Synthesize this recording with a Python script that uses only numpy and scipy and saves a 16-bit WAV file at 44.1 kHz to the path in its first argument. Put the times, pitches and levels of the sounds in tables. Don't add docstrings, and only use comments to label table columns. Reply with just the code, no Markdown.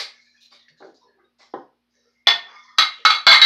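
import sys
import numpy as np
from scipy import signal
from scipy.fft import rfft, irfft
from scipy.io import wavfile
from scipy.ndimage import uniform_filter1d, minimum_filter1d

SR = 44100
rng = np.random.default_rng(int(sys.argv[2]) if len(sys.argv) > 2 else 0)


def wrap_up_sound(samples):
    columns = np.atleast_2d(samples).T
    tamed = np.clip(columns, -1, 1)
    steps = np.round(tamed * 32767).astype(np.int16)
    wavfile.write(sys.argv[1], SR, steps)


def ratio(d):
    e = np.asarray(d, float) / 20
    return 10 ** e


N = 152145


def evened(x):
    return x / np.sqrt(np.mean(x ** 2) + 1e-20)


def read(points, hz):
    f, value = np.transpose(points)
    return np.interp(np.log(hz + 1), np.log(f + 1), value)


def add(mix, s, sound):
    part = mix[max(round(s * SR), 0):][:len(sound)]
    part += sound[:len(part)]


def noise(size, gain_at, grain_db=0):
    grains = np.minimum(rng.exponential(1, 256), 4)
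    lumps = ratio(grain_db * np.repeat(grains, 64))
    spectrum = rfft(rng.standard_normal(16384) * lumps)
    gain = gain_at(np.fft.rfftfreq(16384, 1 / SR))
    return evened(irfft(spectrum * gain))[:size]


def swell(length, rise):
    u = np.arange(0, length, 1 / SR) / length
    return np.sin(np.pi / 2 * np.minimum(u / rise, (1 - u) / (1 - rise))) ** 0.54


# (time [s], peak level [dB], spot on the bowl, time the wires land over [s])
STRIKES = [(2.27, 2.5, "far", .02), (2.276, -12.5, "far", 0.011), (2.298, -8, "far", .004),
           (2.784, 2.5, "near", .004), (2.794, -2, "near", .01), (2.819, -8.5, "edge", 0.0025),
           (3.0508, 2.5, "near", 0.0037), (3.0594, -3, "near", .01), (3.103, -3, "near", .004),
           (3.118, -13.5, "near", .006), (3.147, -14, "near", 0.0033), (3.2667, 3.5, "rim", .005),
           (3.273, -5, "rim", .01), (3.285, -1, "rim", .01), (3.3135, -2.5, "rim", 0.0033),
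           (3.3185, 3.5, "edge", 0.0018), (3.329, -4, "rim", .003), (3.343, -1, "lip", 0.0044),
           (3.357, -9, "far", 0.0071), (3.368, -12.5, "near", 0.0041), (3.416, 5.5, "edge", 0.0018),
           (3.447, 0, "edge", 0.0013)]
# (frequency [Hz], level [dB], t60 [s])
FAR_WALL = [(445, -23.5, 0.11), (699.5, -10, 0.13), (810, -18, 0.078), (1030, -9, 0.059), (1213, -21, .08),
            (1812.4, -5, .16), (2020, -9, 0.11), (2137, -6, 0.092), (2560, -15.5, .1), (3440, 2.5, 0.047),
            (3967, -12, 0.064), (4300, -10.5, 0.081), (5460, -24, .08)]
NEAR_WALL = [(471, -29, 0.055), (801, -24.5, 0.086), (1220, -14.5, 0.064), (1283.7, 4, 0.051),
             (1785, -10, 0.03), (2166, -7.5, 0.13), (2592, -25, 0.16), (3400, -7, 0.079),
             (3890, -11.5, 0.14), (3937, -7, 0.21), (4110, -9.5, 0.11), (4550, -5.5, 0.06),
             (5174, -16, 0.041)]
RIM = [(669, -15, 0.23), (819, -15, 0.18), (1298, -0.5, 0.045), (1327, -7.5, 0.084), (1596, -9, 0.21),
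       (2128, -5.5, 0.089), (2170, -4, 0.068), (3375, 2, 0.055), (3433, -1, .1), (4100, -1, 0.2),
       (4490, 3, 0.077)]
EDGE = [(1325, -9, 0.12), (1570, -12.5, 0.074), (2110, -1.5, 0.15), (3420, -13, 0.088), (3900, 4, 0.16),
        (4296, 10.5, 0.015), (4380, -16, 0.088), (5340, -22.5, .08)]
LIP = [(819, -16, 0.15), (1815, 5, 0.2), (2104, -7, 0.1), (2301, -10, .12), (3410, -9, .1),
       (3975, -12, 0.08)]
# (frequency [Hz], level [dB], t60 [s])
WIRES = [(6158, -14.5, 0.069), (7520, -22.5, 0.056), (8730, -28, 0.08), (11680, -32.5, 0.085),
         (13100, -35, .07), (13700, -42, 0.06), (14900, -41, .07)]
WAKES = {"far": [-9, -20, -9.5, -13.5, -5, -5, -13], "near": [-6.5, -9, -10, -8.5, -9.5, -9, -8], "rim":
         [-8.5, -4.5, -26, -8, -4, -4, -15], "edge": [-12.5, -9.5, -8.5, -5, -18.5, -9, -6.5], "lip":
         [-10.5, -20, -3.5, -11, -12, -9, -9]}
# (frequency [Hz], level [dB])
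CRACK = [(60, -59), (550, -27), (700, -12.5), (1300, -6), (2650, -11), (4360, -2.5), (6000, -28.5),
         (10000, -50.5), (16000, -48)]
SPLIT, TWIN_DB = 0.0097, -7
WIRE_SPREAD_DB = 4
CONTACT_S = 0.00049
CRACK_DB, CRACK_T60_S = -1, 0.063
LATER_WIRES = 0.51


def strike(db, spot, spread_s):
    t = np.arange(SR // 3) / SR
    modes = {"far": FAR_WALL, "near": NEAR_WALL, "rim": RIM, "edge": EDGE, "lip": LIP}[spot]
    woken = [(hz, mode_db + wake_db + 6, t60) for (hz, mode_db, t60), wake_db in zip(WIRES, WAKES[spot])]
    ring = np.zeros(len(t))
    for (hz, mode_db, t60), chance in zip(modes + woken, rng.random((24, 5))):
        luck, low, high, low_phase, high_phase = chance
        twins = np.sin(2 * np.pi * (hz * (1 - SPLIT * low) * t + low_phase))
        twins += np.sin(2 * np.pi * (hz * (1 + SPLIT * high) * t + high_phase))
        decay = ratio(mode_db + WIRE_SPREAD_DB * (luck - .5) - 5.5 - 60 * t / t60)
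        ring += decay * (np.sin(2 * np.pi * hz * t) + ratio(TWIN_DB) * twins)
    onset = 1 - np.exp(-(t / CONTACT_S) ** 2)
    crack_decay = onset * ratio(CRACK_DB - 60 * t / CRACK_T60_S)
    crack = noise(8192, lambda hz: ratio(read(CRACK, hz))) * crack_decay[:8192]
    landings, draw = np.zeros(2048), rng.random((5, 2))
    landings[0] = 1
    at = (draw[:, 0] * spread_s * SR).astype(int) + 20
    np.add.at(landings, at, LATER_WIRES * (.5 + draw[:, 1]))
    ring *= onset
    add(ring, 0, signal.fftconvolve(crack, landings) / 2)
    return ratio(db) * ring / 2


def shove(db):
    u = np.arange(2048) / SR / 0.0033
    return ratio(db - 18) * u ** 2 * np.exp(-u)


# (time [s], level [dB])
TICKS = [(2.2723, -31.5), (2.2757, -16), (2.2775, -20.5), (2.297, -31), (2.785, -31), (2.8195, -25),
         (3.0518, -28), (3.0588, -24.5), (3.104, -26), (3.1456, -34), (3.267, -15), (3.2725, -19.5),
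         (3.3145, -20), (3.319, -9.5), (3.329, -17), (3.3435, -17.5), (3.357, -32.5), (3.368, -32),
         (3.4165, -14.5), (3.449, -14)]


def tick(db):
    u = np.arange(64) / SR / .00004
    return ratio(db) * (1 - u) * np.exp(-u)


# (time [s], peak level [dB], pitch scale [ratio])
BUMPS = [
    (.05, -53, 1.38),
    (0.702, -63, 0.29),
    (0.803, -40.5, 0.92),
    (.823, -40.5, 1.26),
    (1.537, -21, 1.007),
    (1.561, -48, 0.26),
]
# (frequency [Hz], level [dB])
BUMP = [(35, -72), (60, -97), (279, -1), (580, 5), (1050, 1), (1980, -17), (2400, -47), (3140, -22),
        (5930, -55), (7710, -83), (13000, -120)]
BUMP_RISE_S, BUMP_T60_S = 0.0029, 0.056


def bump(db, scale):
    t = np.arange(8192) / SR
    knock = noise(8192, lambda hz: ratio(read(BUMP, hz / scale)))
    return knock * np.minimum(t / BUMP_RISE_S, 1) * ratio(db - 60 * t / BUMP_T60_S)


GRAIN_DB = 2.5
# (start [s], length [s], level [dB], centre [Hz], width [octaves])
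SWISHES = [(0.117, .37, -68, 4900, 0.37), (0.403, 0.074, -56, 4000, .56), (.407, 0.068, -79, 9900, .92),
           (0.504, 0.075, -55.5, 4020, 0.46), (.512, 0.074, -60.5, 910, 1.9),
           (0.584, 0.071, -63, 3830, 0.46), (.681, .03, -60.5, 3850, 0.54), (.682, 0.0081, -56, 1980, 0.27),
           (.7, 0.047, -72, 140, 0.46), (0.767, 0.16, -66, 4440, 0.45), (0.808, 0.1, -48, 426, 0.93),
           (0.821, 0.019, -45.5, 1630, 0.27), (0.941, .05, -64, 4820, .4), (.994, .085, -72, 4650, .36),
           (1.384, 0.095, -61, 4200, 0.59), (1.39, 0.083, -61.5, 740, 1.64),
           (1.473, 0.17, -74.5, 4960, .29), (1.894, .34, -76, 5240, 0.28), (2.26, 0.0083, -58, 2160, 0.63),
           (2.31, 0.073, -64, 140, 0.55), (2.444, 0.16, -55, 1290, 0.99), (2.452, .33, -63, 4940, 0.29),
           (2.777, 0.016, -40, 4540, .15), (2.778, 0.0048, -43, 1220, .6), (2.908, 0.15, -54.5, 2780, 0.74),
           (3.13, .06, -55, 2360, .54), (2.98, 0.049, -60, 483, .3)]


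def swish(length, db, centre_hz, octaves):
    shape = swell(length, 0.23)

    def band(hz):
        return np.exp(-abs(np.log2((hz + 1) / centre_hz) / octaves) ** 2)

    return ratio(db) * shape * noise(len(shape), band, GRAIN_DB)


# (start [s], length [s], level [dB], mode [Hz])
RUBS = [(.06, .17, -60, 2150), (.1, .2, -71, 1750), (.244, .06, -67, 2300), (.248, .09, -69, 4080),
        (.338, .06, -65, 1740), (.358, .08, -66, 2470), (.374, .03, -69, 3360), (.58, .12, -69, 1950),
        (.7, .06, -70, 500), (.764, .05, -67, 1750), (1.011, .082, -64.5, 954), (1.016, .046, -66, 3775),
        (1.029, .094, -62, 442), (1.065, .12, -71, 1714), (1.068, .06, -74, 4260), (1.136, .11, -67.5, 377),
        (1.17, .08, -71, 750), (1.18, .06, -72, 1200), (1.19, .052, -70, 1580), (1.191, .05, -73, 2020),
        (1.229, .04, -67, 510), (1.241, .025, -74.5, 3770), (1.388, .086, -65, 2000),
        (1.915, .18, -77, 3895), (1.917, .1, -79, 2190), (1.931, .17, -76, 1800), (1.95, .17, -75, 490),
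        (2.032, .2, -82, 4700), (2.076, .17, -78, 2120), (2.03, .08, -79, 1350)]
# (start [s], length [s], level [dB], mode [Hz])
AFTER_RUBS = [(2.36, .2, -66, 450), (2.402, .37, -60.5, 3440), (2.43, .07, -59, 740),
              (2.45, .32, -65, 1810), (2.47, .07, -59, 900), (2.52, .1, -57, 1020), (2.53, .08, -53, 1200),
              (2.55, .05, -56, 2150), (2.6, .17, -67, 2080), (2.62, .15, -64, 1020), (2.67, .11, -59, 1200)]
RUB_WIDTH_HZ = 60


def rub(length, db, mode_hz):
    shape = swell(length, .3)

    def resonance(hz):
        return 1 / (1 + ((hz - mode_hz) / RUB_WIDTH_HZ) ** 2)

    return ratio(db) * shape * noise(len(shape), resonance, GRAIN_DB)


# (frequency [Hz], level [dB])
CLATTER = [(60, -43.5), (300, -24), (490, -4), (1000, -10.5), (2050, 0.5), (3000, -4.5), (4600, 6.5),
           (6500, -14.5), (16000, -39.5)]
CLATTER_DB, CLATTER_T60_S = -24.5, 0.17


def clatter():
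    t = np.arange(8192) / SR
    return noise(8192, lambda hz: ratio(read(CLATTER, hz))) * ratio(CLATTER_DB - 60 * t / CLATTER_T60_S)


def patchy(x):
    hz, t, z = signal.stft(x, SR, nperseg=512)
    field = rng.standard_normal((len(t), len(hz))).T
    field = uniform_filter1d(field, size=4, axis=0)
    field = evened(uniform_filter1d(field, size=10, axis=1))
    patch_db = 4 * field
    return signal.istft(z * ratio(patch_db), SR, nperseg=512)[1][:N]


# (frequency [Hz], t60 [s])
ROOM = [(150, 0.34), (600, 0.29), (2000, 0.32), (5000, 0.26), (12000, 0.19)]
ROOM_DB = -2.5


def kitchen(x):
    taps = np.zeros(SR // 2)
    at = np.arange(150, SR // 2 - 20, 20)
    taps[at + rng.integers(0, 20, len(at))] = rng.choice([-1., 1.], len(at))
    hz, t, z = signal.stft(taps, SR, nperseg=256)
    decay = ratio(-60 * t / read(ROOM, hz)[:, None])
    tail = signal.istft(z * decay, SR, nperseg=256)[1]
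    return signal.fftconvolve(x, tail / np.linalg.norm(tail))[:N]


# (frequency [Hz], rms level [dB])
HUM = [(60, -89.5), (120, -92.5), (240, -77)]
# (frequency [Hz], level [dB])
AIR = [(18, -54), (60, -14.5), (250, -8.5), (800, -13), (1500, -12.5), (5000, -17), (7000, -34),
       (12800, -27.5), (13200, -40)]
AIR_DB = -78


def fridge():
    t = np.arange(N) / SR
    spectrum = rfft(rng.standard_normal(N))
    air = irfft(spectrum * ratio(read(AIR, np.fft.rfftfreq(N, 1 / SR))), N)
    hum = sum(np.sqrt(2) * ratio(db) * np.sin(2 * np.pi * hz * t) for hz, db in HUM)
    return ratio(AIR_DB) * evened(air) + hum


def scene():
    hard, soft, close = np.zeros((3, N))
    for s, db, *row in STRIKES:
        add(hard, s, strike(db, *row))
        add(close, s, shove(db))
    for s, db in TICKS:
        add(close, s, tick(db))
    for s, *row in BUMPS:
        add(hard, s, bump(*row))
    for s, *row in SWISHES:
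        add(soft, s, swish(*row))
    for s, *row in RUBS + AFTER_RUBS:
        add(soft, s, rub(*row))
    add(hard, 0, clatter())
    near = hard + patchy(soft)
    wet = near + ratio(ROOM_DB) * kitchen(near) + close
    low_cut = signal.butter(2, 167, "high", fs=SR, output="sos")
    return (signal.sosfilt(low_cut, wet) + fridge())[None]


def top_cut(x):
    return signal.sosfilt(signal.butter(12, 15800, fs=SR, output="sos"), x)


def record(dry):
    low_pass = signal.firwin(255, 15800, window=("kaiser", 9), fs=SR)
    x = signal.oaconvolve(dry, low_pass[None], "same")
    span = int(0.0004 * SR) + 1
    room_left = minimum_filter1d(1 / np.maximum(abs(x), 1), size=2 * span + 1)
    return top_cut(x * uniform_filter1d(room_left, size=span))


dry = scene()
out = record(dry)
wrap_up_sound(out)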